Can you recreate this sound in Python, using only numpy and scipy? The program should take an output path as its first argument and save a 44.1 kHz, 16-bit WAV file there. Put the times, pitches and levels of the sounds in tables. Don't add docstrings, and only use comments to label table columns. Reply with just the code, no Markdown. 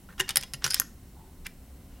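import sys
import numpy as np
from scipy import signal
from scipy.fft import rfft, irfft
from scipy.io import wavfile
from scipy.ndimage import uniform_filter1d

SR = 44100
rng = np.random.default_rng(int(sys.argv[2]) if len(sys.argv) > 2 else 0)


def dump(signal):
    limited = np.clip(np.atleast_2d(signal).T, -1, 1)
    pcm = np.round(limited * 32767).astype(np.int16)
    wavfile.write(sys.argv[1], SR, pcm)


N = 88200
FRICTION_FADE_S = 0.0028


def plate_drops(size=2048):
    # start_s, level_db, body_db, treble_db, decay_ms, note_hz, note_db, case_db, plate_db
    drops = [(.0889, -36.5, 6, -13, 3.3, 1390, 7, 5.5, -20), (.1969, -11, 8, 8.5, 1.2, 3200, -7, 10, -7),
             (.2, -5.5, 1.5, 1.5, 1.6, 1795, -2.5, 13, -15),
             (.2078, -1.5, -3, -3, 1.43, 1810, -7.5, 3.5, -25),
             (.2102, -17.5, -17, 1, 1, 3150, 5, -17, -22), (.2912, -2, -4.5, -1, 3.9, 3660, -5, 0.5, -19),
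             (.2975, -8, 5.5, -11, 1.1, 3300, -10.5, -19, -13),
             (.3058, -7.5, 1, -1, 1.8, 3000, 1, 1.5, -10), (.358, -1.5, 0, 5, 2.2, 9520, 4.5, 3, -3.5),
             (.367, -8, 5, -9, 1.6, 5550, -9, -15, -15), (.3707, 4.5, -4, -2, 0.4, 11200, -2, 1.5, -4),
             (.3775, -13.5, 6, 12, 1.9, 3440, -7, -8, -17), (.4112, -16, -6, 3.5, 2, 5060, -17, -1, -4),
             (.4264, -11, -8, -16, 1.9, 2400, -9, -7, -13.5), (.4338, -14, 0, 0.5, 3.4, 5300, -18, 9, -14),
             (.4352, -16.5, -15, -6, .76, 3730, -4, -4, -11),
             (.5356, -6.5, -3.5, -5, 7.9, 11060, -8, -19, -5),
             (.5425, -21, 3, -16, 2.3, 2690, -0.5, 9.5, -13.5),
             (.6422, 2.5, -8, -7, 1.1, 5600, -5.5, 8.5, -10),
             (.6448, -6, 3.5, -3.5, 2.5, 5880, 4.5, -30, -24),
             (.6502, -7.5, 5.5, -3.5, 4.8, 2840, 0, -5, 0), (.6598, -22, 12.5, -2, 1.4, 5440, 8, 6.5, 1),
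             (.6642, -3, -3.5, -3.5, 1.3, 1630, -3, -16.5, -23),
             (.6698, -22, 1, -15, 1.3, 6750, 7, 12.5, -18), (.677, -14, 6.5, -2, 0.84, 4870, -1.5, 2, 4),
             (.7033, -20.5, -34, 1, 2.4, 4850, -6.5, -9, 10),
             (.7065, -3.5, -11, -2, 0.57, 5000, 0.5, -18, -1), (.712, -6.5, -9, -22, 4.7, 1530, -9, 0, 2),
             (.722, -19, -1, -8, 6, 5130, 6, 0, 6.5), (.7335, -9, 0.5, -17, 12, 9260, -12, -10.5, 0),
             (0.7437, 0, -3, 8.5, 1.04, 5180, -2.5, -12, -10.5),
             (.7645, -15.5, -4, -15, 2.6, 1580, -2.5, 4, -10),
             (.7988, -10, 11, 23.5, 0.64, 6580, 9.5, 1.5, 0.5),
             (.8175, -21.5, 12.5, 8, 2.2, 1530, 9, -7, -17),
             (1.459, -27.5, -3, -19, 0.42, 2400, 6.5, 7.5, -22),
             (1.462, -29, -9, -6, 2.5, 1720, 6.5, -16, -22), (1.4644, -21.5, 6, -3, 4.2, 2330, 6, -16, -24),
             (1.4663, -13, -4, 2, 0.99, 2340, -8, 3.5, -16)]
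    # pitch_hz, level_db, t60_s
    plate_modes = [(4875, -9, 0.057), (4920, -11, 0.066), (5160, -3, 0.019), (9200, -13, 0.035),
                   (9000, -14.5, 0.087), (11020, -11, 0.05), (11200, -17, .045), (15200, -26, .035)]
    attack_s, note_decay_ratio = 0.00015, 0.89
    out, t = np.zeros(N), np.arange(size) / SR
    rise = 1 - np.exp(-t / attack_s)
    for start_s, level_db, body_db, treble_db, decay_ms, note_hz, note_db, case_db, plate_db in drops:
        decay_s = decay_ms / 1000
        rebounds = undb(3.5 * wander(rate_hz=1800)[:size])
        crack = chatter(rise * np.exp(-t / decay_s) * rebounds, body_db, treble_db)
        tone = np.sin(2 * np.pi * (note_hz * t + rng.random()))
        note = unit_energy(rise * np.exp(-t / (decay_s * note_decay_ratio)) * tone)
        add(out, start_s, undb(level_db) * through_case(crack + undb(note_db) * note, case_db))
        add(out, start_s, undb(level_db + plate_db) * ring(plate_modes, 2 * size))
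    return out


def plate_slides(size=8192):
    # start_s, length_s, level_db, body_db, treble_db, swell_db
    slides = [(0.091, 0.052, -67, 16.5, 1, -3), (0.178, 0.046, -43, 3, -9, 10.5),
              (0.277, 0.045, -43.5, -0.5, -12, 0.5), (.613, 0.039, -51, 10, -10, 9),
              (0.658, 0.042, -47, -11, -2, 2), (0.751, .048, -38, -6.5, -10, -3),
              (1.446, 0.022, -47, -1, -13, 15), (1.905, .12, -71, 5.5, -18, -4)]
    out, t = np.zeros(N), np.arange(size) / SR
    for start_s, length_s, level_db, body_db, treble_db, swell_db in slides:
        gate = np.clip(np.minimum(t, length_s - t) / FRICTION_FADE_S, 0, 1)
        grain_db = 3.5 * wander(rate_hz=520)[:size]
        grip = undb(swell_db * np.minimum(t / length_s, 1) + grain_db)
        scrape = through_case(chatter(gate * grip, body_db, treble_db), ring_db=3)
        add(out, start_s, undb(level_db) * np.sqrt(length_s * SR) * scrape)
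    return out


def chatter(envelope, body_db, treble_db):
    # frequency_hz, level_db
    contact_tone = [(25, -22.5), (70, 0), (140, -1), (270, -21.5), (400, -7.5), (520, -7), (660, -12),
                    (850, -3), (1200, 0.5), (1600, 6), (2300, 4.5), (3200, 2.5), (4200, 2), (5300, 3),
                    (6800, 2), (8100, 0), (9000, 0), (10100, 0.5), (11300, -1), (12800, -2.5), (14000, -5),
                    (15000, -11), (16000, -10.5)]
    size, even_width_hz = len(envelope), 527
    hz = np.maximum(np.arange(size // 2 + 1) * SR / size, 1)
    burst = rfft(envelope * rng.standard_normal(size))
    smoothed = np.sqrt(uniform_filter1d(np.abs(burst) ** 2, max(int(even_width_hz * size / SR), 1)))
    tone_db = curve_db(contact_tone, hz) + curve_db([(1550, body_db), (5150, 0), (11800, treble_db)], hz)
    cepstrum = irfft(np.log(undb(tone_db) / smoothed))
    causal = np.concatenate([cepstrum[:1], 2 * cepstrum[1:size // 2]])
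    return irfft(burst * np.exp(rfft(causal, size)))


def through_case(force, ring_db, size=8192):
    # pitch_hz, level_db, t60_s
    case_modes = [(377, -20.5, 0.18), (538.4, -19, 0.14), (792, -21.5, 0.053), (1032, -24.5, 0.043),
                  (1443, -45.5, 0.095), (1614, -41.5, 0.032), (1855, -27.5, 0.083), (2022, -34.5, 0.1),
                  (2865, -21.5, 0.037), (3010, -36, 0.064), (3296, -26.5, .05), (3680, -31, 0.043),
                  (4560, -33.5, 0.071), (6260, -30, .06), (7280, -31, .04), (9820, -27.5, 0.073)]
    # centre_hz, width_hz, level_db
    rattle_bands = [(1460, 1500, -17), (3320, 2050, -13.5), (4800, 2900, -25.5), (6660, 7100, -15),
                    (8730, 940, -15.5), (11600, 570, -18), (12600, 5200, -19)]
    dying = fade(np.arange(size) / SR, t60_s=0.022)
    rattle = sum(undb(db) * unit_energy(noise_band(hz, width_hz, size) * dying)
                 for hz, width_hz, db in rattle_bands)
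    out = signal.fftconvolve(force, undb(ring_db) * ring(case_modes, size) + rattle)
    add(out, 0, force)
    return out


def ring(modes, size):
    scatter_db, detune_ratio = 4, 0.005
    out, t = np.zeros(size), np.arange(size) / SR
    for (hz, db, t60_s), (strength, detune, phase) in zip(modes, rng.standard_normal((len(modes), 3))):
        wave = np.sin(2 * np.pi * (hz * (1 + detune_ratio * detune) * t + phase))
        out += undb(db + scatter_db * strength) * unit_energy(wave * fade(t, t60_s))
    return out


def frame_ring():
    # pitch_hz, level_db, t60_s
    frame_modes = [(1800, -8, .38), (4813, -30, .25), (5610, -5, 0.52), (6530, -17, .1), (10800, -7, 0.16),
                   (11350, 19, 0.064), (11500, -4, .22), (11900, -11, 0.23)]
    out = np.zeros(N)
    add(out, start_s=0.799, sound=undb(-22.5) * ring(frame_modes, N // 4))
    return out


def desk_knocks():
    # start_s, level_db
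    knocks = [(0.199, -14.5), (0.293, -15.5), (0.364, -13.5), (0.536, -12), (0.642, -10), (0.661, -9.5)]
    pitch_hz, attack_s = 135.5, 0.0082
    out, t = np.zeros(N), np.arange(N // 8) / SR
    envelope = (1 - np.exp(-t / attack_s)) * fade(t, t60_s=0.16)
    thud = unit_energy(envelope * np.sin(2 * np.pi * pitch_hz * t))
    for start_s, level_db in knocks:
        add(out, start_s, undb(level_db) * thud)
    return out


def finger_rub():
    # start_s, level_db
    rubs = [(1.165, -57)]
    decay_s = 0.087
    out, t = np.zeros(N), np.arange(N // 4) / SR
    envelope = np.minimum(t / FRICTION_FADE_S, 1) * np.exp(-t / decay_s)
    for start_s, level_db in rubs:
        add(out, start_s, undb(level_db) * envelope * noise_band(830, width_hz=220, size=len(t)))
    return out


def room(direct):
    tail_db, delay_s, damping_hz = -20.5, 0.0038, 6100
    t = np.arange(N // 2) / SR
    air = signal.sosfilt(signal.butter(2, damping_hz, fs=SR, output="sos"), rng.standard_normal(len(t)))
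    tail = unit_energy(air * fade(t, t60_s=0.31) * (t > delay_s))
    return direct + undb(tail_db) * signal.fftconvolve(direct, tail)[:N]


def room_tone():
    # centre_hz, level_db
    floor = [(22, -57.5), (45, -60.5), (72, -56), (105, -62.5), (150, -58.5), (240, -58.5), (330, -66.5),
             (500, -69), (800, -70.5), (1400, -74), (3000, -74.5), (6000, -73), (11000, -68), (15500, -68)]
    # frequency_hz, level_db
    stereo_width = [(60, -35), (400, -21.5), (2000, -8.5), (12000, -6.5)]
    out = undb(-55.5) * noise_band(65.2, width_hz=16.5, size=N)
    for hz in 22.1 * 2 ** (np.arange(20) / 2):
        drift_db = 1.5 * wander(rate_hz=5.3) * min(1, 800 / hz)
        mid, side = (noise_band(hz, hz / np.sqrt(2) / 2, N) for _ in range(2))
        stereo = mid + undb(curve_db(stereo_width, hz)) * side * np.array([[1], [-1]])
        out = out + undb(curve_db(floor, hz) + drift_db) * stereo
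    return out


def noise_band(centre_hz, width_hz, size):
    hz = np.arange(size // 2 + 1) * SR / size
    rolloff = 1 + (2 * (hz - centre_hz) / width_hz) ** 4
    noise = irfft(rfft(rng.standard_normal(size)) / rolloff, size)
    return noise / np.std(noise)


def wander(rate_hz):
    span = max(int(SR / rate_hz), 1)
    motion = uniform_filter1d(uniform_filter1d(rng.standard_normal(N), span), span)
    return motion / np.std(motion)


def curve_db(points, hz):
    points_hz, points_db = np.array(points).T
    return np.interp(np.log(hz), np.log(points_hz), points_db)


def fade(t, t60_s):
    return np.exp(-np.log(1000) * t / t60_s)


def undb(db):
    return 10 ** (np.asarray(db) / 20)


def unit_energy(sound):
    return sound / np.sqrt(np.sum(sound ** 2))


def add(out, start_s, sound):
    first = int(start_s * SR)
    out[first:first + len(sound)] += sound[:len(out) - first]


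def scene():
    calendar = plate_drops() + plate_slides() + frame_ring() + desk_knocks() + finger_rub()
    return room(calendar) + room_tone()


def record(dry):
    top_hz = 16000
    return signal.sosfilt(signal.ellip(8, 0.2, 70, top_hz, fs=SR, output="sos"), dry)


dry = scene()
out = record(dry)
dump(out)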